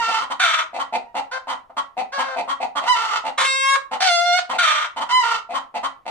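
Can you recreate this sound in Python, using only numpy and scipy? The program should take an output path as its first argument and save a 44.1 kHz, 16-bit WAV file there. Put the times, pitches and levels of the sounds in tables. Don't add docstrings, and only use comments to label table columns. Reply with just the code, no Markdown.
import sys
import numpy as np
from scipy import signal
from scipy.fft import rfft, irfft
from scipy.io import wavfile
from scipy.ndimage import uniform_filter1d, map_coordinates

SR = 44100
rng = np.random.default_rng(int(sys.argv[2]) if len(sys.argv) > 2 else 0)


def materialize(psi):
    bounded = np.clip(np.atleast_2d(psi).T, -1, 1)
    quanta = np.round(bounded * 32767).astype(np.int16)
    wavfile.write(sys.argv[1], SR, quanta)


N = 269010
HZ = np.fft.rfftfreq(4096, 1 / SR)


def amp(db):
    return 10 ** (np.asarray(db) / 20)


def evened(x):
    return x / np.sqrt(np.mean(x ** 2) + 1e-20)


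def steadied(x, size=1100):
    return x / np.sqrt(abs(uniform_filter1d(x ** 2, size)) + 1e-12)


def ramp(t, start, length):
    return np.clip((t - start) / length, 0, 1)


def read(points, hz=HZ):
    f, value = np.transpose(points)
    return np.interp(np.log(hz + 1), np.log(f + 1), value)


def add(mix, s, sound):
    at = round(s * SR)
    sound = sound[max(-at, 0):]
    part = mix[max(at, 0):][:len(sound)]
    part += sound[:len(part)]


def coloured(x, db):
    log_gain = np.log(amp(np.r_[db, db[-2:0:-1]]))
    taps = irfft(np.exp(np.conj(signal.hilbert(log_gain)))[:len(HZ)])
    return signal.fftconvolve(x, taps)[:len(x)]


def split(x, hz=1800):
    bands = [signal.butter(4, hz, kind, fs=SR, output="sos") for kind in ("low", "high")]
    return [signal.sosfilt(np.tile(sos, (2, 1)), x) for sos in bands]


def wander(n, hz):
    f = np.fft.rfftfreq(SR, 1 / SR)
    return evened(irfft(rfft(rng.standard_normal(SR)) / (1 + (f / hz) ** 4)))[:n]


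def syrinx(hz, rough, doubling, jitter, shimmer, flutter, hiss=.5):
    n = len(hz)
    turns = np.cumsum(hz * (1 + flutter * rough * wander(n, 130) + .0016 * wander(n, 42))) / SR
    at = np.flatnonzero(np.diff(np.floor(turns)))
    late, strength = rng.standard_normal((len(at), 2)).T
    place = at + (np.ceil(turns[at]) - turns[at] + jitter * rough[at] * late) * SR / hz[at]
    size = np.exp(shimmer * rough[at] * strength) * (1 - doubling[at] * (np.arange(len(at)) % 2))
    near = np.floor(place).astype(int)[:, None] + np.arange(-7, 9)
    offset = near - place[:, None]
    shape = np.sinc(offset) * np.cos(np.pi * offset / 16) ** 2
    pulses = np.bincount(np.clip(near, 0, n - 1).ravel(), (size[:, None] * shape).ravel(), n)
    puffs = np.exp(-(turns % 1) / .9) * rng.standard_normal(n)
    return evened(pulses - pulses.mean()) + hiss * rough * evened(puffs)


def closing_beak(drive, throat, sag, sag_s=.11, count=6):
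    t = np.arange(len(drive)) / SR
    stages = np.linspace(0, t[-1], count)
    scales = 1 + sag * (np.exp(-stages / sag_s) - .4)
    return sum(np.interp(t, stages, share) * coloured(drive, read(throat, HZ / scale))
               for share, scale in zip(np.eye(count), scales))


def squawks(calls, throat, jitter, shimmer, flutter, sag, body_db, treble_db, rattle_db=4):
    out = np.zeros(N)
    for start, hz, rough, doubling, effort_db, bright_db in calls:
        t = np.arange(len(hz)) / SR
        drive = syrinx(hz, np.clip(rough, 0, 1), np.clip(doubling, 0, 1), jitter, shimmer, flutter)
        body, treble = split(closing_beak(drive, throat, sag))
        voice = amp(body_db) * steadied(body) + amp(treble_db + bright_db) * steadied(treble)
        gate = ramp(t, 0, .006) * ramp(t[-1] - t, 0, .008)
        rattle = amp(rattle_db * rough * wander(len(t), 47))
        add(out, start, gate * rattle * amp(effort_db) * voice)
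    return out


def bobbing(x, echo_db=-9, delay_s=.0021, sway_s=.00006, sway_hz=2.5):
    at = np.arange(N)
    knots = np.arange(0, N + SR, SR / sway_hz)
    sway = uniform_filter1d(np.interp(at, knots, rng.standard_normal(len(knots))), size=8000)
    echo = map_coordinates(x, [at - (delay_s + sway_s * sway) * SR], order=3)
    return x + amp(echo_db) * split(echo)[1]


def placed(x, side, lag_samples):
    side_db = read(side)
    shade_db = 10 * np.log10(np.cosh(side_db * np.log(10) / 10))
    delayed = np.r_[np.zeros(lag_samples), x][:N]
    return np.array([coloured(x, (side_db - shade_db) / 2), coloured(delayed, (-side_db - shade_db) / 2)])


def cry(start, length, break_s, top_hz, break_hz, break_rough, level_db, arch_db, bright_db,
        catch_s=.035, crack_s=.018, release_s=.045, sag_hz_per_s=210, fade_db_per_s=9, end_rough=.85):
    t = np.arange(0, length, 1 / SR)
    catch = 1 - ramp(t, 0, catch_s)
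    arch = np.sin(np.pi * ramp(t, 0, break_s) ** .9).clip(0) ** .7 * (1 - catch)
    broken = ramp(t, break_s - crack_s / 2, crack_s)
    since_break = np.maximum(t - break_s, 0)
    fray = (since_break / max(length - break_s, catch_s)) ** 2
    release = ramp(t, length - release_s, release_s)
    hz = break_hz + (top_hz - break_hz) * arch - sag_hz_per_s * since_break
    rough = .03 + .65 * catch + broken * (break_rough + (end_rough - break_rough) * fray)
    doubling = .92 * np.maximum(catch / 2, broken)
    effort_db = level_db + arch_db * arch - 4 * catch ** 2 - fade_db_per_s * since_break - 9 * release
    return start, hz, rough, doubling, effort_db, bright_db


def shrill_voice():
    # start_s, length_s, break_s, top_hz, break_hz, break_roughness, level_db, arch_db, bright_db
    cries = [(-.11, .355, .125, 990, 915, .15, -22.5, 4, -6.5), (1.04, .1, .095, 948, 925, .1, -58, 6, -16),
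             (2.858, .352, .094, 1001, 915, .48, -24, 9, -6),
             (5.088, .307, .142, 1016, 932, .25, -23, 5.8, -6.5)]
    # frequency_hz, gain_db
    throat = [(150, -28.5), (450, -17.5), (700, -6), (950, -2.5), (1350, 5.5), (1650, -16), (2020, -6.5),
              (2450, -20.5), (2800, -7), (3400, -15.5), (5000, -19), (8000, -29), (11000, -44),
              (15000, -46.5)]
    # frequency_hz, left_minus_right_db
    side = [(60, -9), (99, -28), (160, 15), (270, -3), (450, 0.5), (740, 3), (1220, -3), (2010, -1),
            (3330, -6), (5500, -6), (9080, -5.5), (15000, -5.0)]
    calls = [cry(*row) for row in cries]
    voice = squawks(calls, throat, jitter=.14, shimmer=.66, flutter=.06, sag=.041, body_db=0, treble_db=1)
    return placed(bobbing(voice), side, lag_samples=5)


def cluck_vowel(opening, peak_hz, peak_db=7, peak_octaves=.2):
    # frequency_hz, gain_db
    beak_shut = [(110, -32.5), (190, -16.5), (250, -16), (350, -16.5), (560, -5), (830, 2.5), (1100, -16),
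                 (1650, -21.5), (2300, -17), (3300, -24.5), (4300, -22), (5200, -33), (8500, -35.5),
                 (11500, -51.5)]
    beak_open = [(110, -24.5), (250, -16.5), (400, -31), (560, -13), (800, -6), (1100, -0.5), (1450, -7.5),
                 (2500, -23.5), (3200, -18), (4300, -22), (5000, -28.5), (8700, -31), (11000, -48),
                 (15000, -47)]
    # shut_hz, open_hz, width_hz, gain_db
    rings = [(1296, 1363, 67, 5.5), (2030, 1930, 80, 8.5), (2520, 3260, 157, 9.5)]
    db = (1 - opening) * read(beak_shut) + opening * read(beak_open)
    db += peak_db * np.exp(-(np.log2((HZ + 1) / peak_hz) / peak_octaves) ** 2)
    for shut_hz, open_hz, width_hz, ring_db in rings:
        db += ring_db * np.exp(-((HZ - shut_hz - opening * (open_hz - shut_hz)) / width_hz) ** 2)
    return db


def clucks(gain_db=2.5, usual_db=-25, murmur_db=-30, pitch_arch=.1308):
    # start_s, length_s, effort_db, beak_opening (0-1)
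    pushes = [(.071, .047, -29, .12), (.217, .036, -28.5, .88), (.297, .044, -25.5, .8),
              (.728, .071, -28.5, .09), (.783, .057, -26, .85), (.921, .062, -22.5, .03),
              (1.14, .075, -23.5, .35), (1.466, .085, -26.5, .8), (1.692, .031, -42.5, .47),
              (1.763, .048, -24, .92), (1.964, .065, -24, .06), (2.175, .06, -22, .7),
              (2.356, .071, -24, .02), (2.473, .07, -24.5, .93), (2.598, .063, -23, .07),
              (2.75, .058, -22.3, .95), (2.811, .07, -29, .25), (3.235, .077, -26, .35),
              (3.907, .063, -25, .53), (4.488, .052, -25.5, .8), (4.523, .055, -27, .15),
              (4.958, .046, -27.5, .7), (4.997, .051, -25.5, .82), (5.487, .067, -30.5, .05),
              (5.531, .066, -24.5, .86), (5.738, .057, -25, .2), (5.825, .056, -24.5, .86),
              (6.052, .061, -29, .2)]
    # frequency_hz, left_minus_right_db
    side = [(120, 3), (250, 2), (560, 3), (820, -1), (1080, 3), (1400, -12.5), (2000, -2.5), (2700, -1),
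            (4000, -9), (5500, 1.5), (9000, -9), (15000, -8.5)]
    out = np.zeros(N)
    detunes = rng.uniform(.96, 1.04, len(pushes))
    for (start, length, effort_db, opening), detune in zip(pushes, detunes):
        peak_hz = 795 + 320 * opening ** 2 + 11 * (effort_db - usual_db)
        bright_db = 2.4 - 1.4 * max(murmur_db - effort_db, 0)
        u = np.linspace(0, 1, int(length * SR))
        push = np.sin(np.pi * u)
        hz = detune * (246 + 20 * opening) * (1 + pitch_arch * (push - .64))
        rough = .453 * (1.4 - 1.05 * opening * push)
        drive = syrinx(hz, rough, doubling=0 * u, jitter=.1192, shimmer=.77, flutter=.1403)
        early = coloured(drive, cluck_vowel(.32 * opening, .896 * peak_hz))
        full = coloured(drive, cluck_vowel(opening, peak_hz))
        opened = ramp(u, 0, .3)
        body, treble = split(steadied((1 - opened) * early + opened * full, size=700))
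        voice = body + amp(bright_db) * 1.25 * push ** .98 * treble
        swell = (.25 + .75 * push) * signal.windows.tukey(len(u), .2)
        add(out, start, amp(effort_db + gain_db) * swell * voice)
    return placed(out, side, lag_samples=5)


def rasp(start, length, settled_hz, leap_hz, doubled, level_db, fade_db, bright_db,
         leap_at_s=.024, leap_s=.03, sag_hz_per_s=90, start_rough=.36, end_rough=.78, dulling_db=3):
    t = np.arange(0, length, 1 / SR)
    u = t / length
    leap = np.exp(-((t - leap_at_s) / leap_s) ** 2)
    hz = settled_hz + leap_hz * leap - sag_hz_per_s * (t - length / 2)
    rough = start_rough + (end_rough - start_rough) * u ** 4
    return start, hz, rough, doubled * u, level_db - fade_db * u ** 2, bright_db - dulling_db * u ** 4


def rasping_voice():
    # start_s, length_s, settled_hz, leap_hz, doubling (0-1), level_db, fade_db, bright_db
    rasps = [(.394, .239, 640, 125, .9, -18, 7, -5), (4.582, .293, 626, 70, .7, -18, 10.5, -4.8)]
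    # frequency_hz, gain_db
    throat = [(150, -52), (420, -24.5), (660, -14.5), (850, -11.5), (1300, 0), (1850, -5.5), (2300, -1),
              (2850, -5.5), (3500, 1), (4900, -16), (5700, -11.5), (9000, -21), (11000, -42), (15000, -37)]
    # frequency_hz, left_minus_right_db
    side = [(60, -3), (110, 4), (200, -15), (380, -0.5), (700, 5), (1290, 1), (2380, -0.5), (4400, -5),
            (8120, -1.5), (15000, -6.5)]
    calls = [rasp(*row) for row in rasps]
    voice = squawks(calls, throat, jitter=.13, shimmer=.44, flutter=.08, sag=.14, body_db=-1, treble_db=1)
    return placed(bobbing(voice), side, lag_samples=4)


def moan(start, length, top_hz, doubled, level_db, bright_db,
         rise_s=.022, scoop_hz=60, scoop_db=7, sag_hz_per_s=200, rough=.15, fade_db=2, dulling_db=8):
    t = np.arange(0, length, 1 / SR)
    u = t / length
    scoop = 1 - ramp(t, 0, rise_s)
    hz = top_hz - scoop_hz * scoop - sag_hz_per_s * np.maximum(t - rise_s, 0)
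    effort_db = level_db - scoop_db * scoop - fade_db * u
    return start, hz, np.full(len(t), rough), doubled * np.sqrt(u), effort_db, bright_db - dulling_db * u


def held(row, pitch, clearing_s, doubled, dip_at, dip_width, collapse_db, collapse_s=.03, dulling_db=6):
    start, length, harsh_s, accent_db, level_db, swell_db, bright_db, dip_db = row
    t = np.arange(0, length, 1 / SR)
    onset = 1 - ramp(t, harsh_s - clearing_s, clearing_s)
    collapse = ramp(t, length - collapse_s, collapse_s)
    push_db = accent_db * onset + swell_db * (t / length) ** 2
    mellow = np.exp(-((t / length - dip_at) / dip_width) ** 2)
    hz = np.interp(start + t, *np.transpose(pitch))
    rough = .011 + .62 * (onset + collapse)
    effort_db = level_db + push_db + collapse_db * collapse
    treble_db = bright_db - push_db - dip_db * mellow - dulling_db * collapse
    return start, hz, rough, doubled * np.sqrt(onset), effort_db, treble_db


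def clear_voice():
    # start_s, length_s, top_hz, doubling (0-1), level_db, bright_db
    moans = [(1.311, .076, 527, .2, -24, -10), (2.119, .241, 560, .5, -25.3, -10.5)]
    # start_s, length_s, harsh_s, accent_db, level_db, swell_db, bright_db, treble_dip_db
    tone = (4.002, .398, .1, 1.6, -19.4, 0, -.7, 6.5)
    # time_s, pitch_hz
    pitch = [(4.05, 741.1), (4.068, 734.4), (4.102, 697.1), (4.18, 690.2), (4.28, 705.2), (4.318, 701.1),
             (4.36, 725.8), (4.375, 724.8)]
    # frequency_hz, gain_db
    throat = [(150, -36), (450, -23), (720, 1.5), (1000, -10.5), (1420, -4.5), (2100, -11.5), (2800, -12.5),
              (4200, -11), (5000, -15.5), (7000, -24), (9000, -28.5), (11000, -49), (15000, -46)]
    # frequency_hz, left_minus_right_db
    side = [(200, -5.5), (700, 1.5), (1400, -1), (2200, -1.5), (3500, -6), (4900, -3), (7000, 0),
            (14000, -11.5)]
    calls = [moan(*row) for row in moans]
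    calls.append(held(tone, pitch, clearing_s=.07, doubled=.45, dip_at=.65, dip_width=.23, collapse_db=1.5))
    voice = squawks(calls, throat, jitter=.12, shimmer=.83, flutter=.07, sag=.11, body_db=-2, treble_db=.5)
    return placed(bobbing(voice), side, lag_samples=4)


def low_voice():
    # start_s, length_s, harsh_s, accent_db, level_db, swell_db, bright_db, treble_dip_db
    tone = (3.375, .395, .092, 3, -22.7, 8, -1.3, 2.5)
    # time_s, pitch_hz
    pitch = [(3.455, 537.8), (3.527, 532.9), (3.663, 540.4), (3.719, 547.8), (3.75, 545.0)]
    # frequency_hz, gain_db
    throat = [(150, -34), (540, -16.5), (800, -11), (1100, -3), (1620, -9), (2180, -9.5), (2700, -15.5),
              (3250, -12.5), (3850, -10), (4400, -21.5), (5800, -22), (8700, -23), (11000, -37.5),
              (15000, -53)]
    # frequency_hz, left_minus_right_db
    side = [(200, -13), (540, -1.5), (800, 9), (1100, -4.5), (1620, -3), (2200, 1.5), (3800, -6.5),
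            (6000, -3), (9000, -2.5), (14000, -5)]
    calls = [held(tone, pitch, clearing_s=.04, doubled=.2, dip_at=.53, dip_width=.15, collapse_db=-5)]
    voice = squawks(calls, throat, jitter=.1, shimmer=.49, flutter=.07, sag=.029, body_db=-.5, treble_db=1)
    return placed(bobbing(voice), side, lag_samples=2)


def shed(x, tail_db=-8, build_s=.011):
    # frequency_hz, t60_s
    decay_times = [(200, 0.31), (550, 0.31), (1100, 0.29), (3500, 0.21), (9000, 0.18), (15000, 0.047)]
    # left_delay_s, right_delay_s, level_db
    walls = [(.0029, 0.0033, -6.5), (.0056, 0.0042, -5), (.0093, .0101, -14.5), (.0147, .0138, -14),
             (.0192, 0.017, -13.5)]
    n = SR * 3 // 5
    hz, t, noise = signal.stft(rng.standard_normal((2, n)), SR, nperseg=256)
    decay = amp(-60 * t / read(decay_times, hz)[:, None]) * (1 - np.exp(-t / build_s))
    tail = signal.istft(noise * decay, SR, nperseg=256)[1][:, :n]
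    response = amp(tail_db) * evened(tail) / np.sqrt(n)
    response[:, 0] += 1
    for left_s, right_s, db in walls:
        for side, s in zip(response, (left_s, right_s)):
            add(side, s, amp(db) * np.array([.2, .8, .2]))
    return signal.fftconvolve(x, response / np.linalg.norm(response[0]), axes=1)[:, :N]


def yard_rumble(level_db=-64.5, width=.79):
    # frequency_hz, relative_db
    colour = [(20, -1), (70, -3), (130, -6.5), (300, -10), (1000, -12), (3000, -25), (8000, -36),
              (15000, -39)]
    shared, *own = rng.standard_normal((3, N))
    spectrum = rfft(shared + width * np.array(own)) * amp(read(colour, np.fft.rfftfreq(N, 1 / SR)))
    return amp(level_db) * evened(irfft(spectrum, N))


def scene():
    hens = shrill_voice() + clucks() + rasping_voice() + clear_voice() + low_voice()
    return shed(hens) + yard_rumble()


def record(dry):
    taps = signal.firwin(511, cutoff=15500, window=("kaiser", 9), fs=SR)
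    return signal.oaconvolve(dry, taps[None], "same")


dry = scene()
out = record(dry)
materialize(out)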